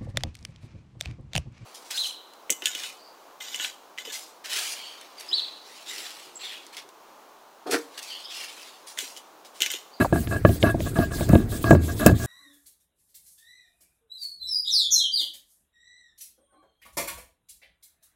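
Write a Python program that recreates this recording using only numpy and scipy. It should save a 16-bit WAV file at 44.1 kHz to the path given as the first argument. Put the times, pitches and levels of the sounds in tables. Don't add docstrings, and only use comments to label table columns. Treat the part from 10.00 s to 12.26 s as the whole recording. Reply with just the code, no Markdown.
import sys
import numpy as np
from scipy import signal
from scipy.io import wavfile

SR = 44100
rng = np.random.default_rng(int(sys.argv[2]) if len(sys.argv) > 2 else 0)


def boost_factor(decibels):
    exponent = np.asarray(decibels, float) / 20
    return 10 ** exponent


def wav_out(sig):
    wavfile.write(sys.argv[1], SR, np.round(np.clip(np.atleast_2d(sig).T, -1, 1) * 32767).astype(np.int16))


N = 99710


def rms_one(x):
    return x / np.sqrt(np.mean(x ** 2) + 1e-20)


def band(x, low_hz, high_hz):
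    sos = signal.butter(2, [low_hz, high_hz], "band", fs=SR, output="sos")
    return signal.sosfilt(sos, x + 1e-18)


def soften(x, hz):
    r = np.exp(-2 * np.pi * hz / SR)
    return signal.lfilter([(1 - r) ** 2], [1, -2 * r, r * r], x)


def drift(rate_hz):
    run_in = 9000
    return rms_one(soften(rng.standard_normal(N + run_in), rate_hz)[run_in:])


def ring(clicks, hz, t60):
    r = boost_factor(-60 / (t60 * SR))
    w = 2 * np.pi * hz / SR
    return signal.lfilter([0, np.sin(w)], [1, -2 * r * np.cos(w), r * r], clicks + 1e-18)


def grains(per_s, spread_db):
    size = boost_factor(spread_db * np.minimum(rng.exponential(1, N), 4))
    sign = rng.choice([-1, 1], N)
    return size * sign * (rng.random(N) < per_s / SR)


def clicks_at(s, size):
    out = np.zeros(N)
    index = np.clip((np.asarray(s) * SR).astype(int), 0, N - 1)
    np.add.at(out, index, size)
    return out


def coloured(source, spectrum, low_hz, count, patchy_db):
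    hz, db = np.transpose(spectrum)
    edges = low_hz * 2 ** (np.arange(count + 1) / 3)
    out = np.zeros(N)
    for k, (low, high) in enumerate(zip(edges, edges[1:])):
        level_db = np.interp(np.log(low * high) / 2, np.log(hz), db) + patchy_db * drift(13)
        out += boost_factor(level_db) * band(source[k % 2], low, high)
    return rms_one(out)


def puff(s, db, decay_s, low_hz, high_hz):
    t = np.arange(N) / SR - s
    fade = (t > 0) * np.exp(-np.maximum(t, 0) / decay_s)
    return boost_factor(db) * band(rng.standard_normal(N) * fade, low_hz, high_hz)


# (pitch [Hz], level [dB])
AIR_TONE = [(12, -38), (20, 2.5), (118, 11.5), (477, -58.5), (659, -12), (807, -24), (1670, -22.5),
            (2500, -26.5), (3250, -67), (5500, -120)]


def open_air():
    noise = rng.standard_normal((2, N))
    return boost_factor(-31.5) * coloured(noise, AIR_TONE, 19.97, count=21, patchy_db=2.5)


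# (time [s], level [dB], pitch [Hz], t60 [s])
NUT_TAPS = [
    (.0465, -11, 1034, .012),
    (.049, -12, 760, .018),
    (.0525, -13, 900, .014),
    (.056, -14, 600, .02),
    (.060, -18, 760, .02),
]


def rolling_nut():
    return sum(band(ring(clicks_at([s], boost_factor(db)), hz, t60), 350, 2200) for s, db, hz, t60 in NUT_TAPS)


# (start [s], end [s], hiss at full speed [dB])
STROKES = [(-.09, 0.076, -42.5), (0.121, 0.259, -44.5), (0.273, 0.399, -46.5), (0.446, 0.594, -43),
           (0.595, 0.724, -42.5), (0.786, .925, -43.5), (0.94, 1.072, -44), (1.108, 1.279, -39.5),
           (1.259, 1.445, -46.5), (1.484, 1.608, -40), (1.597, 1.772, -40.5), (1.803, 1.96, -42.5),
           (1.952, 2.131, -39), (2.149, 2.356, -39)]


def stroke_db():
    t = np.arange(N) / SR
    total = boost_factor(-53)
    for start, end, db in STROKES:
        arch = np.sin(np.pi * np.clip((t - start) / (end - start), 0, 1))
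        speed = np.minimum(1.38 * arch, 1)
        total = total + boost_factor(db) * speed ** 0.9
    return 20 * np.log10(total)


# (time [s], level [dB], decay [s])
NUT_SNAPS = [
    (1.291, -20, 0.0016),
    (1.565, -42, 0.0025),
    (1.628, -28, 0.0037),
    (1.707, -22, 0.0029),
    (2.0631, 2.5, 0.0012),
    (2.0645, -11.5, 0.0084),
]


def nut_snaps():
    snaps = sum(puff(s, db, decay_s, 6740, 18700) for s, db, decay_s in NUT_SNAPS)
    return snaps + boost_factor(-8.5) * band(snaps, 15600, 16100)


# (pitch [Hz], level per Hz [dB])
GRIT_TONE = [(1500, -13.5), (2500, -4), (4100, 5), (5500, -2.5), (8300, 5), (11500, 4.5), (13000, 4.5),
             (15500, -1)]
# (low edge [Hz], high edge [Hz], depth [0-1])
GROUND_DIPS = [(9080, 10200, 0.75), (12470, 14300, 1)]


def grit(level_db):
    crackle = rms_one(grains(per_s=3300, spread_db=3.6))
    source = rng.standard_normal((2, N)) + boost_factor(-6) * crackle
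    out = coloured(source, GRIT_TONE, 1602, count=11, patchy_db=3.13) * boost_factor(level_db + 2.5)
    out = signal.sosfilt(signal.ellip(10, .5, 70, 15700, fs=SR, output="sos"), out)
    out = out + nut_snaps()
    for low_hz, high_hz, depth in GROUND_DIPS:
        depth = np.clip(depth + 0.04 * drift(5.1), 0, 1)
        stop = signal.butter(2, [low_hz, high_hz], "stop", fs=SR, output="sos")
        out = (1 - depth) * out + depth * signal.sosfilt(stop, out)
    return out


# (start [s], length [s], level [dB])
RUBS = [(0, 0.024, -19), (0.141, 0.042, -34.5), (0.309, 0.056, -31.5), (0.638, 0.063, -25.5),
        (.855, 0.024, -39.5), (0.956, 0.0822, -29), (1.108, 0.033, -37.5), (1.181, 0.049, -37),
        (1.286, 0.071, -31), (1.388, 0.041, -44), (1.518, 0.037, -39.5), (1.65, 0.0493, -29.5),
        (1.879, .03, -35.5), (1.996, 0.069, -28), (2.064, 0.029, -20), (2.092, 0.056, -44),
        (2.197, .055, -38)]


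def judder():
    t = np.arange(N) / SR
    edge_s = 0.0033
    gain = np.zeros(N)
    for start, length, db in RUBS:
        rise = t - start + edge_s
        fall = (start + length - t) / 2 + edge_s
        gain += boost_factor(db) * np.clip(np.minimum(rise, fall) / edge_s, 0, 1)
    return gain * boost_factor(1.13 * drift(48)) * rms_one(grains(per_s=1500, spread_db=1.17)) * 0.075


def settling(s, db):
    r = boost_factor(-60 / (0.3 * SR))
    power = signal.lfilter([1], [1, -r * r], clicks_at(s, boost_factor(2 * db)))
    return boost_factor(-16.5) * grains(per_s=450, spread_db=2) * np.sqrt(power)


def stroke_load(level_db):
    press_db = -33.5 + 0.31 * (level_db + 41)
    return boost_factor(press_db + 3 * drift(20)) * rms_one(grains(per_s=800, spread_db=1.5)) * .025


def luck_db(s):
    return rng.normal(0, 4.5, len(s))


# (pitch [Hz], level [dB], t60 [s])
ROCKING_MODES = [(79.8, -9, 0.45), (109, -3, 0.15), (166.3, 0, 0.056), (234.9, 0.5, 0.073),
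                 (295.6, 7, 0.039), (368, 3, 0.029), (416.7, -2.5, 0.015)]


def rocking_slab(s, db, thud_db, touches, rub, load):
    bed_db = -9.5
    low = ring(clicks_at(s, boost_factor(db + bed_db + 9)), hz=325, t60=.028)
    soft_touches = soften(touches, 314)
    for hz, mode_db, t60 in ROCKING_MODES:
        hit_db = db + luck_db(s) + (thud_db + 4.5) * (hz < 200)
        hit = clicks_at(s + .5 / hz, boost_factor(hit_db))
        drive = boost_factor(bed_db) * (hit + soft_touches) + boost_factor(-6.5) * rub + load
        low = low + boost_factor(mode_db) * ring(drive, hz, t60)
    return band(soften(low, 1190), 82.5, 5000)


# (pitch [Hz], level [dB], t60 [s])
PLATE_MODES = [(600, 1.5, 0.023), (682, -0.5, 0.053), (900, -8, 0.014), (1143, -1, 0.028),
               (1425, 1, 0.0067), (1638.4, -3, 0.096), (1700, -9.5, 0.083), (2224, -7, 0.01),
               (2638, -16, 0.056), (3075, -20, 0.026), (3713, -28, 0.094), (4086, -16, 0.024)]


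def ringing_slab(s, db, ring_db, touches, rub, load):
    plate_db = -12
    high = boost_factor(21) * band(rub, 344, 1830)
    for k, (hz, mode_db, t60) in enumerate(PLATE_MODES):
        hit_db = db + plate_db + luck_db(s) + (ring_db + 11.5) * (hz > 1000)
        hit = clicks_at(s + 0.00053, boost_factor(hit_db))
        drive = hit + boost_factor(plate_db - 13.5) * touches + rub + boost_factor(-21.5) * load
        high = high + boost_factor(mode_db) * (-1) ** k * ring(drive, hz, t60)
    return soften(high, 4700)


def knock_cracks(s, db, crack_db):
    fade = np.exp(-1 / (0.002 * SR))
    burst = signal.lfilter([1], [1, -fade], clicks_at(s, boost_factor(db + crack_db + 16)))
    crack = band(burst * rng.standard_normal(N), 1760, 4140)
    return band(crack, 1760, 4140)


# (time [s], peak level [dB], ring level [dB], crack level [dB], thud level [dB])
KNOCKS = [(0.123, -1, -18.5, -65, -36), (0.155, -10, -16.5, -39, -25), (0.27, -21, -12, -16, 3),
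          (0.321, -12.5, -11.5, -35, -10), (0.447, 4.5, -18.5, -41.5, -56), (0.488, -13.5, -58, -22, -18),
          (0.625, -10.5, -16.5, -9, -18), (0.634, -3, -44, -39, -22), (0.742, -8, -72, -55, -0.5),
          (0.802, -19, -63, -17.5, 1), (0.961, -16, -45, -32, -9), (0.985, -6, -43, -30, -10.5),
          (1.116, -25.5, -9, -17, -26), (1.206, -8, -48, -29, -15), (1.291, -11.5, -21, -38, 6),
          (1.329, 0.5, -49, -41.5, -15), (1.351, 1.5, -29, -37, -7), (1.639, -11.5, -17.5, -23, -0.5),
          (1.705, 6.5, -20.5, -40, -21.5), (1.726, -0.5, -25, -56, -4), (1.748, -3.5, -17.5, -62, -1),
          (2.059, 4, -12, -25, -17), (2.094, -5, -55, -47, 0), (2.111, -8, -36, -40, 3.5)]


def slab(level_db):
    s, db, ring_db, crack_db, thud_db = np.transpose(KNOCKS)
    s = s + .0025
    touches = settling(s, db)
    rub = judder()
    load = stroke_load(level_db)
    low = rocking_slab(s, db, thud_db, touches, rub, load)
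    high = ringing_slab(s, db, ring_db, touches, rub, load)
    return low + high + knock_cracks(s, db, crack_db)


def scene():
    level_db = stroke_db()
    return (open_air() + rolling_nut() + grit(level_db) + slab(level_db))[None]


def band_limit(x):
    return signal.sosfilt(signal.butter(12, 16950, fs=SR, output="sos"), x)


def record(dry):
    x = dry / (1 + np.abs(dry) ** 8) ** (1 / 8)
    x = signal.sosfilt(signal.ellip(8, .2, 60, 16000, fs=SR, output="sos"), x)
    mix = np.clip(x, -1, 1)
    return band_limit(mix)


dry = scene()
out = record(dry)
wav_out(out)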